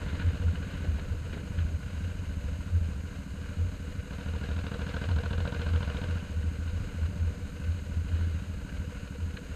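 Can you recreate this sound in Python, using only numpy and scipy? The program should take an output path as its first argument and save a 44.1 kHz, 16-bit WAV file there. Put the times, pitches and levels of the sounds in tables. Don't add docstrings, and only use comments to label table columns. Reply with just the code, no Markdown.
import sys
import numpy as np
from scipy import signal
from scipy.fft import rfft, irfft, next_fast_len
from scipy.io import wavfile
from scipy.ndimage import uniform_filter1d

SR = 44100
rng = np.random.default_rng(int(sys.argv[2]) if len(sys.argv) > 2 else 0)


def store_wav(level_fs):
    pcm = np.round(np.clip(np.atleast_2d(level_fs), -1, 1) * 32767)
    wavfile.write(sys.argv[1], SR, pcm.T.astype(np.int16))


N = 421155
T = np.arange(N) / SR


def undb(db):
    return 10 ** (np.asarray(db) / 20)


def unit(x):
    return x / np.sqrt(np.mean(x ** 2))


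def noise():
    return rng.standard_normal(N)


def curve(table):
    return np.interp(T, *np.transpose(table))


def colour(x, spectrum=((1, 0),), modes=()):
    size = next_fast_len(N + SR // 2, True) // 2 * 2
    hz = np.arange(size // 2 + 1) * SR / size
    points = np.array(spectrum)
    db = np.interp(np.log(hz + 1), np.log(points[:, 0]), points[:, 1])
    for centre, width, peak in modes:
        db = db + peak / (1 + (2 * (hz - centre) / width) ** 2)
    cepstrum = irfft(db * np.log(10) / 20)
    cepstrum[1:size // 2] *= 2
    cepstrum[size // 2 + 1:] = 0
    response = np.exp(rfft(cepstrum))
    return irfft(rfft(x, size) * response)[:N]


def strikes(times, sizes):
    inside = (times >= 0) & (times < (N - 1) / SR)
    return np.bincount((times[inside] * SR).astype(int), sizes[inside], N)


def fade(x, decay_s):
    return signal.lfilter([1], [1, -np.exp(-1 / (decay_s * SR))], x)


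def soften(x, length_s):
    window = signal.windows.hann(int(length_s * SR) + 3)
    return signal.fftconvolve(x, window / window.sum(), "same")


def swell(at, half_s):
    return np.exp(-.5 * np.minimum(np.abs(T - at) / half_s, 10) ** 2)


def walk(rate):
    hold = int(SR / rate)
    steps = np.repeat(rng.standard_normal(N // hold + 1), hold)
    slewed = uniform_filter1d(uniform_filter1d(steps, hold), hold)
    return unit(slewed[:N])


def passes(crank, place, jitter_s):
    times = np.interp(np.arange(int(crank[-1]) + 1) + place, crank, T, left=-1, right=-1)
    return times + jitter_s * rng.standard_normal(len(times))


def ring(blows, hz, decay_s, wander=0.03):
    phase = hz * np.cumsum(1 + wander * walk(70)) / SR
    return soften(fade(blows, decay_s), length_s=0.0057) * np.sin(2 * np.pi * phase)


def echo(x, lag_s, loss_db):
    return x + undb(-loss_db) * np.interp(T - lag_s, T, x, left=0)


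def front(blast, smear_s=0.00642, rough_db=-6, rough_s=0.0062):
    t = np.arange(int(smear_s * SR)) / SR
    sweep = signal.chirp(t, 100, smear_s, 2200) * signal.windows.tukey(len(t), .3)
    smeared = unit(signal.fftconvolve(blast, sweep)[:N])
    eddies = colour(noise(), [(2000, 0), (2600, -30)])
    rough = unit(soften(fade(blast, rough_s), length_s=0.0085) * eddies)
    return smeared + undb(rough_db) * rough


# place in the cycle 0-1, relative thump when coasting in dB,
# relative thump at full throttle in dB, relative bark in dB.
FIRINGS = [(.935, 4, 6.5, -3), (.27, -5, 3.5, 1)]
# frequency in Hz, relative level in dB.
PIPE_SPECTRUM = [(10, -40), (30, -32), (55, -3.5), (70, 10), (90, -1.5), (112, -7.5), (155, -6), (200, 2.5),
                 (238, -9), (275, -0.8), (335, -25), (480, -33.5), (900, -47), (3000, -77)]
DRONE_SPECTRUM = [(20, -28), (50, -22), (72, 8), (100, -17.5), (125, -1), (170, -3.5), (275, -32.5),
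                  (600, -72)]
HONK_SPECTRUM = [(150, -33), (300, -5.5), (450, 7.5), (700, -2.5), (850, -11.5), (1500, -6), (2000, -17),
                 (8000, -63)]
BARK_SPECTRUM = [(120, -35), (300, 9), (450, -5), (700, 0.5), (850, -7), (1300, 1), (1900, -8),
                 (2500, -5.5), (3500, -3), (4400, -9), (5400, -19), (8000, -24), (14000, -79)]
CHUG_SPECTRUM = [(200, -39), (400, -2), (680, -0.5), (860, -11), (1050, -1), (1400, -12.5), (2200, -27),
                 (6000, -63)]
# frequency in Hz, width in Hz, peak in dB.
PIPE_RESONANCES = [(85.5, 14.7, 5.5)]
SILENCER_RESONANCES = [(271, 20, 7)]
PUFF_RESONANCES = [(530, 110, 5), (1600, 440, 4), (2430, 310, 6.5)]
# frequency in Hz, width in Hz, peak in dB.
HEADER_RESONANCES = [
    [(406, 51, 11), (480, 91, 1), (680, 95, 9), (953, 140, 17), (1440, 250, 8)],
    [(497, 76, 14.4), (605, 55, 3.6), (787, 28, 9.5), (970, 120, 3.2)],
]
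SILENCER_S, SILENCER_LOSS_DB = .0065, 8
TAILPIPE_S, TAILPIPE_LOSS_DB = 0.013, 3
KNOCK_HZ = 1527


def exhaust(crank, throttle, thump_scatter_db=0.53, bark_scatter_db=1.07, drone_db=-1,
            puff_s=0.0036, puff_lead_s=0.00051, tail_s=0.054, tail_db=-22,
            honk_db=3.0, knock_db=7.5, knock_s=0.003, chug_db=-6.5, chug_s=0.019):
    thumps, blasts, honk = 0, 0, 0
    for (place, coast_db, load_db, bark_db), modes in zip(FIRINGS, HEADER_RESONANCES):
        times = passes(crank, place, jitter_s=.00005)
        load = np.interp(times, T, throttle)
        chance = rng.standard_normal((len(times), 2))
        uneven_db = thump_scatter_db * (1 - load / 2) * chance[:, 0]
        thump_db = coast_db + load * (load_db - coast_db) + uneven_db
        thumps = thumps + strikes(times, undb(thump_db))
        blast = strikes(times - puff_lead_s, undb(bark_db + bark_scatter_db * chance[:, 1]))
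        blasts = blasts + blast
        honk = honk + colour(front(blast), HONK_SPECTRUM, modes)

    pressure = echo(soften(thumps, length_s=0.0038), SILENCER_S, SILENCER_LOSS_DB)
    thump = unit(colour(pressure, PIPE_SPECTRUM, PIPE_RESONANCES))
    drone_tone = unit(colour(thumps, DRONE_SPECTRUM, SILENCER_RESONANCES))
    drone = undb(drone_db) * throttle * drone_tone / 2

    puffs = fade(blasts, puff_s) + undb(tail_db) * fade(blasts, tail_s)
    rough_gas = soften(puffs, length_s=0.0086) * noise()
    gas = unit(colour(rough_gas, BARK_SPECTRUM, PUFF_RESONANCES))
    knock = undb(knock_db) * ring(blasts, KNOCK_HZ, knock_s)
    swirl = soften(fade(blasts, chug_s), length_s=.004) * noise()
    chug = undb(chug_db) * unit(colour(swirl, CHUG_SPECTRUM))
    honk = undb(honk_db) * unit(echo(honk, TAILPIPE_S, TAILPIPE_LOSS_DB))
    return -(thump + drone), gas + knock + chug - honk


# place in the cycle 0-1, relative tick in dB,
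# ring of the part struck in Hz, level of that ring in dB, level of the rocker cover's ring in dB.
VALVE_LANDINGS = [(0.89, -7, 1300, -6.5, -3.5), (0.15, -8.5, 1000, 0.5, -2.5),
                  (0.32, -12.5, 2900, -20, -10), (0.49, -5.5, 2600, -10, -14)]
# frequency in Hz, relative level in dB.
CLATTER_SPECTRUM = [(120, -5), (260, 8.5), (370, 3.5), (480, 3), (680, -0.5), (850, -7.5), (1250, -0.5),
                    (1850, -5), (2500, -1.5), (3400, -11.5), (4200, -11), (5400, -18), (8000, -18.5),
                    (14000, -41)]
COVER_HZ = 1493


def clatter(crank, scatter_db=2.0, ring_s=0.014, whirr_db=0.4, ring_cycles=3.5, cover_s=0.0058):
    taps, rings, cover = 0, 0, 0
    for place, tick_db, hz, ring_db, cover_db in VALVE_LANDINGS:
        times = passes(crank, place, jitter_s=0.00086)
        blows = strikes(times, undb(scatter_db * rng.standard_normal(len(times))))
        taps = taps + undb(tick_db) * blows
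        cover = cover + undb(cover_db) * blows
        rings = rings + undb(ring_db) * ring(blows, hz, ring_cycles / hz)
    ticking = unit(soften(fade(taps, ring_s), length_s=0.019) * noise())
    whirr = undb(whirr_db + 1.26 * walk(14)) * noise()
    return unit(colour(ticking + whirr, CLATTER_SPECTRUM)) + rings + ring(cover, COVER_HZ, cover_s)


AIRBOX_HZ, AIRBOX_PLACE = 487.3, .55


def airbox(crank, length_s=0.02293, scatter_db=2.5):
    times = passes(crank, AIRBOX_PLACE, jitter_s=.0003)
    gulps = strikes(times, undb(scatter_db * rng.standard_normal(len(times))))
    t = np.arange(int(length_s * SR)) / SR
    note = signal.windows.hann(len(t)) * np.sin(2 * np.pi * AIRBOX_HZ * t)
    return unit(signal.fftconvolve(gulps, note, "same"))


# time in seconds, throttle 0-1.
THROTTLE_HAND = [(0, 0.31), (.7, 0.1), (1.2, 0.01), (1.7, 0), (4.05, 0.04), (4.11, 0.34), (4.3, 0.4),
                 (4.7, 0.66), (5.5, 0.74), (6.03, 0.62), (6.12, 0.28), (6.22, 0.12), (6.6, 0.01),
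                 (9.55, 0.02)]
START_PHASE = .014
CRUISE_HZ = 13.58
THUMP_DB, THUMP_DB_PER_HZ, THUMP_LOAD_DB = -40.5, 1, 2
UPPER_DB, UPPER_DB_PER_HZ, UPPER_LOAD_DB = -53, 0.55, 11.5
LULL_S, LULL_HALF_S, LULL_DB = 1.21, 0.075, -8


def engine(speed, bark_db=-5.5, clatter_db=-1.0, airbox_db=-10):
    crank = START_PHASE + np.cumsum(speed) / SR
    throttle = np.clip(curve(THROTTLE_HAND), 0, 1)
    revs = speed - CRUISE_HZ
    thump, bark = exhaust(crank, throttle)
    mechanics = undb(clatter_db) * clatter(crank) + undb(airbox_db) * airbox(crank)
    upper = undb(bark_db) * np.sqrt(throttle) * bark + np.sqrt(1 - throttle) * mechanics
    lull_db = LULL_DB * swell(LULL_S, LULL_HALF_S)
    thump_db = THUMP_DB + THUMP_DB_PER_HZ * revs + THUMP_LOAD_DB * np.sqrt(throttle) + lull_db
    upper_db = UPPER_DB + UPPER_DB_PER_HZ * revs + UPPER_LOAD_DB * throttle
    return undb(thump_db) * thump + undb(upper_db) * upper


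# frequency in Hz, relative level in dB.
RUMBLE_SPECTRUM = [(10, -16.5), (25, -4.5), (50, 0), (65, 1.5), (84, 8.5), (110, -8), (170, -11),
                   (240, -18.5), (350, -23.5), (600, -30), (2000, -62), (6000, -100)]
# time of the peak in seconds, peak in dB before the
# common boom_db, half length in seconds.
STRONG_GUSTS = [(0.275, -14, 0.023), (0.464, -16, 0.035), (0.898, -19.5, 0.016), (1.123, -17.5, 0.012),
                (1.602, -18.5, 0.027), (2.76, -14.5, 0.024), (3.624, -18, 0.021), (3.99, -21.5, 0.012),
                (4.563, -21.5, 0.02), (5.089, -19, 0.017), (5.138, -18, 0.026), (5.26, -22.5, 0.029),
                (5.39, -22.5, 0.054), (5.629, -20, 0.075), (5.736, -15.5, 0.045), (6.108, -23.5, 0.03),
                (6.389, -18, 0.023), (6.474, -24, 0.035), (6.658, -26.5, 0.036), (6.819, -22, 0.0088),
                (7.028, -18.5, 0.043), (7.259, -17.5, 0.035), (7.703, -21, 0.037), (8.141, -21.5, 0.023),
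                (8.253, -21, 0.055), (8.362, -20.5, 0.027), (9.243, -23.5, 0.036)]
BOOM_HZ, BOOM_SCATTER_HZ = 83.6, 1.5
WEAK_GUSTS_PER_S, WEAK_GUST_DB, WEAK_GUST_HALF_S = 1.2, -26.5, 0.016


def wind(speed, rumble_db=-37.0, rumble_db_per_hz=2.5, flutter_db=1.46, boom_db=-4.0):
    level_db = rumble_db + rumble_db_per_hz * (speed - CRUISE_HZ) + flutter_db * walk(8.3)
    rumble = undb(level_db) * unit(colour(noise(), RUMBLE_SPECTRUM))
    weak_times = rng.uniform(0, T[-1], int(WEAK_GUSTS_PER_S * T[-1]))
    weak_gusts = [(at, WEAK_GUST_DB, WEAK_GUST_HALF_S) for at in weak_times]
    booms = 0
    for at, db, half_s in STRONG_GUSTS + weak_gusts:
        hz = BOOM_HZ + BOOM_SCATTER_HZ * rng.standard_normal()
        tone = np.sin(2 * np.pi * (hz * (T - at) + rng.random()))
        booms = booms + undb(db + boom_db) * swell(at, half_s) * tone
    return rumble + booms


# frequency in Hz, relative level in dB.
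HISS_SPECTRUM = [(1000, -31.5), (4500, -1), (5500, -10), (6100, -2.5), (6500, 8.5), (7100, 0.5),
                 (9000, -2.5), (10400, -13), (11800, -7), (13200, -8), (14500, -46)]


def hiss(hiss_db=-63):
    return undb(hiss_db) * unit(colour(noise(), HISS_SPECTRUM))


# time of the middle in seconds, roar in dB, buzz in dB,
# half length in seconds; both levels before the random patchiness.
COARSE_PATCHES = [(0.23, -57, -61.5, 0.33), (0.847, -54, -59.5, 0.11), (1.376, -50, -68, 0.038),
                  (8.2, -52, -59, 0.11), (9.35, -55, -72, 0.13)]
# frequency in Hz, relative level in dB.
TYRE_SPECTRUM = [(100, -16.5), (230, 0), (300, 2), (420, -1.5), (500, -8.5), (700, -19), (1000, -27),
                 (3000, -34), (9000, -70)]
FITTING_SPECTRUM = [(300, -30), (900, 9.5), (1500, 19), (2500, 14), (4300, 8.5), (6000, -29), (12000, -25)]


def tyres(smooth_db=-70, patchy_db=3.5):
    coarse = sum(undb(db) * swell(at, half_s) for at, db, _, half_s in COARSE_PATCHES)
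    shaking = sum(undb(db) * swell(at, half_s) for at, _, db, half_s in COARSE_PATCHES)
    roar = (undb(smooth_db) + coarse) * unit(colour(noise(), TYRE_SPECTRUM))
    buzz = shaking * unit(colour(noise(), FITTING_SPECTRUM))
    return undb(patchy_db * walk(13)) * (roar + buzz)


# start in seconds, level in dB before rattle_db
# and the rounding of the edge, decay in seconds.
FITTING_JOLTS = [(.086, -40, 0.005), (.099, -38, .004), (0.196, -38, 0.0094), (.217, -42, .006),
                 (0.286, -38.5, 0.0035), (0.555, -36, .004), (0.625, -40, 0.0083), (.846, -45, .005),
                 (0.992, -38, 0.0055), (1.329, -39.5, 0.0066), (1.341, -42, 0.0087), (1.376, -43, 0.0055),
                 (1.584, -39.5, 0.0091), (1.606, -46, .006), (6.428, -38, 0.0033), (6.677, -40, 0.0038),
                 (6.84, -41, .003), (6.889, -48, 0.0027), (8.695, -44, .003), (8.768, -39, 0.0028),
                 (9.073, -42.5, .004), (9.371, -32.5, 0.0031)]
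# frequency in Hz, width in Hz, peak in dB.
FITTING_RESONANCES = [(1490, 220, 1), (2450, 240, 4.5)]


def rattles(rattle_db=-5.0, chatter_db=2.0):
    grit = unit(colour(noise(), FITTING_SPECTRUM, FITTING_RESONANCES))
    chatter = undb(chatter_db * walk(400)) * grit
    jolts = 0
    for at, db, decay_s in FITTING_JOLTS:
        jolts = jolts + fade(strikes(np.array([at]), undb([db + rattle_db])), decay_s)
    return chatter * soften(jolts, length_s=0.014)


# time in seconds, level in dB before bump_db and the rounding of the edge.
ROAD_SEAMS = [(.845, -37), (0.986, -37), (1.136, -40), (1.333, -39), (1.369, -37), (9.343, -42.5)]
# frequency in Hz, relative level in dB.
KNOCK_SPECTRUM = [(100, -12), (220, 2.5), (320, 1.5), (480, -8), (650, -8), (900, -22), (3000, -55)]


def bumps(bump_db=-1, decay_s=0.015):
    times, db = np.transpose(ROAD_SEAMS)
    blows = soften(fade(strikes(times, undb(db + bump_db)), decay_s), length_s=.006)
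    return blows * unit(colour(noise(), KNOCK_SPECTRUM))


# time in seconds, four-stroke cycles per second in Hz.
ENGINE_SPEED = [(0.0, 14.741), (0.5, 14.941), (1.0, 14.288), (1.6, 14.116), (3.45, 13.045), (4.0, 12.929),
                (4.3, 13.235), (4.6, 13.108), (5.5, 14.031), (6.0, 14.338), (6.25, 14.193), (6.5, 13.558),
                (6.85, 14.213), (7.25, 13.669), (8.0, 13.412), (8.5, 13.178), (9.55, 12.857)]


def scene():
    speed = curve(ENGINE_SPEED)
    return (engine(speed) + wind(speed) + hiss() + tyres() + rattles() + bumps())[None]


# frequency in Hz, width in Hz, peak in dB.
CASE_RESONANCES = [(348, 24, -6.5), (487, 32, 6.5), (528, 26, -2.5), (583.4, 34, 6.5), (958, 176, 4.5),
                   (1250, 78, -4), (1509, 380, 8.5), (1666, 57, 2.5), (2088, 27, 6), (2912, 350, 7.5),
                   (3860, 196, 6), (4206, 95, 7), (4890, 210, 5)]
TOP_HZ = 14450


def record(dry):
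    boxed = colour(dry[0], modes=CASE_RESONANCES)
    low_pass = signal.ellip(10, .2, 80, TOP_HZ, fs=SR, output="sos")
    return signal.sosfilt(low_pass, boxed)[None]


dry = scene()
out = record(dry)
store_wav(out)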